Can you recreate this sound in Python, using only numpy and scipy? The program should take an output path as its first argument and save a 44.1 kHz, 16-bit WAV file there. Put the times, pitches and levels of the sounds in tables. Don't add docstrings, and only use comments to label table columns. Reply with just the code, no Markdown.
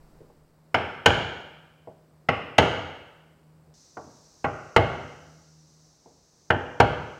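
import sys
import numpy as np
from scipy import signal
from scipy.fft import rfft, irfft
from scipy.io import wavfile
from scipy.ndimage import uniform_filter1d

SR = 44100
rng = np.random.default_rng(int(sys.argv[2]) if len(sys.argv) > 2 else 0)


def inscribe(sig):
    pcm = np.round(np.clip(np.atleast_2d(sig).T, -1, 1) * 32767)
    wavfile.write(sys.argv[1], SR, pcm.astype(np.int16))


N = 317210

# start in seconds, force in dB, hull boom in dB, iron ring in dB, clack pitch in Hz,
# clack strength in dB, iron tuning as a ratio, pitch of the unstruck note in Hz, pitch of the ping in Hz.
BLOWS = [(0.7432, -3.5, -10, -2, 2130, 5.5, 1.034, 1910, 5270),
         (1.0588, -1, 1, 6.5, 1540, 7, 1.055, 2614, 6780),
         (2.2865, -7.5, -4, 2.5, 2030, 7, 0.93, 2296, 5140),
         (2.5816, 0, 1.5, 3.5, 1965, 4.5, 1.017, 2440, 6550),
         (4.4425, -7, -4.5, -9, 1450, 4.5, 0.92, 1770, 4380),
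         (4.762, 0.5, 4, -2.5, 2051, 5, 0.984, 2400, 4220),
         (6.5024, -3, -1.5, -7, 1860, 5, 1.09, 2240, 2850),
         (6.8005, 1, 4, -3.5, 1428, -1, 1.03, 1860, 4330)]
# start in seconds, level in dB, softness cut-off in Hz, room level in dB.
TOUCHES = [(0.2034, -26.5, 564, -6), (0.299, -42, 1106, -10.5), (1.872, -23.5, 843, -5),
           (3.672, -38.5, 598, -15.5), (3.9690, -19.5, 1544, -3.5), (4.041, -21, 323, -1),
           (6.0583, -33.5, 937, -2), (6.118, -35, 349, -10)]
# pitch in Hz, relative level in dB, time to fall by 60 dB in seconds.
KNOCK_NOTES = [(266.4, -7, 0.11), (379.8, -7, 0.037), (471.6, 3, 0.099), (609, -8, 0.37), (648, -5.5, 0.14),
               (829, -10.5, 0.07), (942, -3.5, 0.09), (1123, -6.5, 0.18), (1410, 4.5, 0.022),
               (1545, -4.5, 0.077), (2150, -8, 0.0993), (2390, -13.5, 0.1), (2860, -13.5, 0.14),
               (3003, -10, 0.13), (3220, -19, 0.29), (4530, -25.5, 0.046), (5020, -30, 0.065),
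               (6800, -31, 0.034), (6620, -28.5, 0.094)]
# pitch in Hz, relative level in dB, time to fall by 60 dB in seconds.
LONG_NOTES = [(60.7, -13, 0.64), (90.6, 3.5, 0.24), (115, -2, 0.45), (146.5, -9, 0.85), (262.6, -8.5, 0.36),
              (320, -12, 0.22), (395, -13, 0.48), (488, -12.5, 1), (601, -12.5, 0.56), (655, -14, 0.68),
              (806, -9, 0.6), (980, -11.5, 0.13), (1147, -14.5, 0.43), (1410, -16, 0.2), (1494, -24, 0.53),
              (2130, -21, 0.69), (2645, -23.5, 1), (2690, -25.5, 0.57), (2844, -26, 0.91),
              (2995, -26.5, 0.42)]
# frequency in Hz, relative level in dB per Hz.
CLATTER = [(40, -20.5), (90, -3), (200, -7.5), (450, -5), (850, 1), (1450, -10), (1900, -3), (3000, -6.5),
           (3700, -14.5), (6500, -23), (9000, -29), (15000, -40)]
# frequency in Hz, relative level in dB per Hz.
SHOP = [(40, -15.5), (85, 10), (200, -1), (480, 1), (860, -2.5), (1450, -7.5), (1900, -9), (3100, -11.5),
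        (3700, -22), (6700, -35.5), (8000, -40.5), (15000, -55.5)]
# frequency in Hz, time to fall by 60 dB in seconds.
SHOP_T60 = [(80, .7), (250, 0.85), (600, 0.93), (1500, 0.99), (3000, 1), (5000, 0.9), (7000, 0.83),
            (12000, 0.43)]
# frequency in Hz, relative level in dB per Hz.
AIR = [(25, -16), (55, -1), (150, -2), (250, -4), (550, -6.5), (1000, -11.5), (2000, -21.5), (3300, -29),
       (4800, -25), (6500, -31), (7800, -27.5), (9000, -32), (15000, -32.5)]
# frequency in Hz, relative level in dB per Hz.
HISS = [(1800, -24), (3200, -23), (3900, -12.5), (5400, -5), (5880, -3), (6200, -3.5), (6800, -9),
        (8000, -16), (10000, -28.5), (14000, -37)]
# frequency in Hz, relative level in dB per Hz.
WHINE = [(7000, -48), (7950, -17), (8130, 0.5), (8300, -23), (9000, -50.5)]
# pitch in Hz before the blow's tuning ratio, width in octaves, gain in dB (below zero for a weak place).
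IRON = [(786, 0.22, 2.5), (1024.4, 0.067, -6.5), (1405, 0.18, 5.5), (1820, 0.043, -4.5), (2150, 0.017, 3.5),
        (2400, 0.0095, -4), (2930, 0.075, 2.5), (3430, 0.044, -2.5)]
# multiple of the shaft rate (half the hum's pitch), relative level in dB.
HUM_PARTIALS = [(1, -11.5), (2, -0.5), (3, -17.5), (4, -16)]
# time in seconds, level in dB.
HUM_LEVEL = [(0, -63.5), (2.2, -63), (3.7, -59), (3.85, -71.5), (4.4, -69), (5.35, -55.5), (6.1, -70.5),
             (7.19, -60)]
# room level in dB, ping level in dB, air level in dB.
FIRST_SPOT = (1.8, 8.7, -63)
SECOND_SPOT = (-2, 4.8, -65.5)

MOVE_S = 3.74
TICK_DB, TICK_DB_PER_FORCE_DB = 0.5, 0.93
PLANK_DB, PLANK_DB_PER_BOOM_DB = 1.04, 0.4252
SCRAPE_DB, SCRAPE_DB_PER_OCTAVE = -24, 6
HISS_DB, HISS_SAG_DB_PER_S = -60, 2
DRAUGHT_DB, DRAUGHT_HOLD_S, DRAUGHT_FALL_DB_PER_S, DRAUGHT_LIFT_DB = -55.5, 0.19, 50, 4
HUM_HZ, SLOW_MOTOR_HZ, SLOW_MOTOR_DB = 156.2, 152.7, -6

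TOP_HZ = 15800
RING_N = 49152
AGE = np.arange(RING_N) / SR
FREQ = np.maximum(np.arange(RING_N // 2 + 1) * SR / RING_N, 1)
TIME = np.arange(N) / SR


def undb(db):
    return np.exp(np.asarray(db) * np.log(10) / 20)


def along(table, hz):
    points_hz, value = np.transpose(table)
    return np.interp(np.log(np.maximum(hz, 1)), np.log(points_hz), value)


def noise(spectrum, size):
    hz = np.arange(size // 2 + 1) * SR / size
    white = rng.standard_normal(size)
    coloured = irfft(rfft(white) * undb(along(spectrum, hz)), size)
    return coloured / coloured.std()


def colour(sound, db):
    cepstrum = irfft(np.log(undb(db)))
    cepstrum[1:RING_N // 2] *= 2
    cepstrum[RING_N // 2 + 1:] = 0
    return irfft(rfft(sound) * np.exp(rfft(cepstrum)))


def bump(hz, octaves):
    return np.exp(-np.minimum(0.5 * (np.log2(FREQ / hz) / octaves) ** 2, 20))


def above(hz, order):
    return 1 - 1 / (1 + (FREQ / hz) ** order)


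def walk(rate):
    k = int(SR / rate)
    steps = np.repeat(rng.standard_normal(N // k + 1), k)[:N]
    smooth = uniform_filter1d(uniform_filter1d(steps, k), k)
    return smooth / smooth.std()


def add(track, s, sound):
    i = int(s * SR)
    track[i:i + len(sound)] += sound[:len(track) - i]


def gust():
    return undb(-DRAUGHT_FALL_DB_PER_S * np.maximum(TIME - DRAUGHT_HOLD_S, 0))


def still_air():
    spot_db = np.where(TIME >= MOVE_S, SECOND_SPOT[-1], FIRST_SPOT[-1])
    air_db = spot_db + DRAUGHT_LIFT_DB * gust()
    return noise(AIR, N) * undb(air_db + 0.71 * walk(4.4))


def draught():
    rumble = noise([(8, -1.5), (22, -5.5), (45, -5.5), (120, -39.5), (600, -82)], N)
    return rumble * gust() * undb(DRAUGHT_DB + 2 * walk(12))


def whine():
    return noise(WHINE, N) * undb(-87)


def motors(waver=0.004, slow_waver=0.022, flutter_db=1.0):
    shaft = np.pi * np.cumsum(HUM_HZ * (1 + waver * walk(9.2))) / SR
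    hum = sum(undb(db) * np.sin(k * shaft) for k, db in HUM_PARTIALS)
    slow_hz = SLOW_MOTOR_HZ * (1 + slow_waver * walk(15))
    slow = np.sin(2 * np.pi * np.cumsum(slow_hz) / SR)
    level_db = np.interp(TIME, *np.transpose(HUM_LEVEL)) + flutter_db * walk(23)
    return np.sqrt(2) * undb(level_db) * (hum + undb(SLOW_MOTOR_DB) * slow)


def ring(modes, detune, scatter_db, spread_s):
    out = np.zeros(RING_N)
    for hz, db, t60 in modes:
        pitch, strength = rng.standard_normal(2)
        age = AGE[AGE < t60]
        decay = np.exp(-np.log(1000) * age / t60)
        note = decay * np.sin(2 * np.pi * hz * (1 + detune * pitch) * age)
        add(out, spread_s * rng.random(), undb(db + scatter_db * strength) * note)
    return out


def diffuse(spectrum, t60s):
    hz, s, frames = signal.stft(noise(spectrum, RING_N), SR)
    decay = np.exp(-np.minimum(np.log(1000) * s / along(t60s, hz)[:, None], 20))
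    return signal.istft(frames * decay, SR)[1][:RING_N]


def knock(crest_s=0.005, crest_width_s=0.0017, crest_db=4, rise_s=0.0015):
    tone = undb(-18.5) * ring(KNOCK_NOTES, detune=0.0093, scatter_db=0.5, spread_s=0.004)
    clatter_t60 = [(200, 0.23), (700, 0.17), (1600, 0.075), (3500, 0.069), (9000, 0.031)]  # Hz, seconds
    clatter = undb(-11.5) * diffuse(CLATTER, clatter_t60)
    crest = undb(crest_db * np.exp(-0.5 * ((AGE - crest_s) / crest_width_s) ** 2))
    return (tone + clatter) * crest * (1 - np.exp(-AGE / rise_s))


def shop(direct, room_db, build_s=0.0045, wall_s=0.043, wall_db=-15, wall_hz=3000,
         notes_db=5, note_octaves=0.005):
    tail = undb(-22.5) * diffuse(SHOP, SHOP_T60) * (1 - np.exp(-AGE / build_s))
    notes = sum(bump(hz, note_octaves) for hz, _, _ in KNOCK_NOTES if hz < 4000)
    late = np.interp(AGE - wall_s, AGE, direct, left=0)
    slap = colour(late, -14 * above(wall_hz, order=4))
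    return undb(room_db) * (colour(tail, notes_db * notes) + undb(wall_db) * slap)


def blade():
    out = np.zeros(N)
    for s, db, soft_hz, room_db in TOUCHES:
        direct = knock(crest_s=0.0023, crest_db=3.5, rise_s=0.0013)
        scrape_db = SCRAPE_DB + SCRAPE_DB_PER_OCTAVE * np.log2(soft_hz / 1000)
        scrape = undb(scrape_db) * (1 - above(3000, order=4))
        push = 1 - above(soft_hz, order=9) + scrape
        soft_db = 20 * np.log10(push * above(110, order=3) + undb(-47.5))
        add(out, s, undb(db) * colour(direct + shop(direct, room_db), soft_db))
    return out


def mallet(node_db=-13, node_octaves=0.026, ping_octaves=0.046, edge_hz=3400,
           clack_octaves=0.13, clack_in_room=0.58):
    out = np.zeros(N)
    for s, force_db, boom_db, iron_db, clack_hz, clack_db, tuning, node_hz, ping_hz in BLOWS:
        room_db, ping_db, _ = FIRST_SPOT if s < MOVE_S else SECOND_SPOT
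        tick_db = iron_db + TICK_DB + TICK_DB_PER_FORCE_DB * force_db
        plank_db = PLANK_DB + PLANK_DB_PER_BOOM_DB * boom_db

        direct = knock()
        long_notes = undb(-23) * ring(LONG_NOTES, detune=0.002, scatter_db=1.75, spread_s=0.00064)
        long_notes = long_notes * (1 - np.exp(-AGE / 0.0067))
        clack = clack_db * bump(clack_hz, clack_octaves)
        lingering = long_notes + shop(direct, room_db)
        sound = colour(direct, clack) + colour(lingering, clack_in_room * clack)

        hull_db = boom_db * (1 - above(140, order=4)) + plank_db * bump(500, 0.83)
        hull_db = hull_db - 26 * (1 - above(34, order=4))
        treble = above(edge_hz * tuning, order=30)
        contact_db = iron_db * (above(2200, order=10) - treble) + tick_db * treble
        notes_db = sum(gain_db * bump(hz * tuning, width) for hz, width, gain_db in IRON)
        notes_db = notes_db + node_db * bump(node_hz, node_octaves)
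        notes_db = notes_db + ping_db * bump(ping_hz, ping_octaves)
        add(out, s, undb(force_db) * colour(sound, hull_db + contact_db + notes_db))
    return out


def high_hiss():
    since_move_s = TIME - MOVE_S
    level_db = HISS_DB - HISS_SAG_DB_PER_S * since_move_s + 0.5 * walk(8.7)
    return noise(HISS, N) * (since_move_s >= 0) * undb(level_db)


def scene():
    background = still_air() + draught() + whine() + high_hiss()
    return (background + motors() + blade() + mallet())[None]


def record(dry, ceiling=0.93):
    held = dry / (1 + (dry / ceiling) ** 8) ** (1 / 8)
    low_pass = signal.ellip(10, 0.1, 70, TOP_HZ, fs=SR, output="sos")
    return signal.sosfilt(low_pass, held)


dry = scene()
out = record(dry)
inscribe(out)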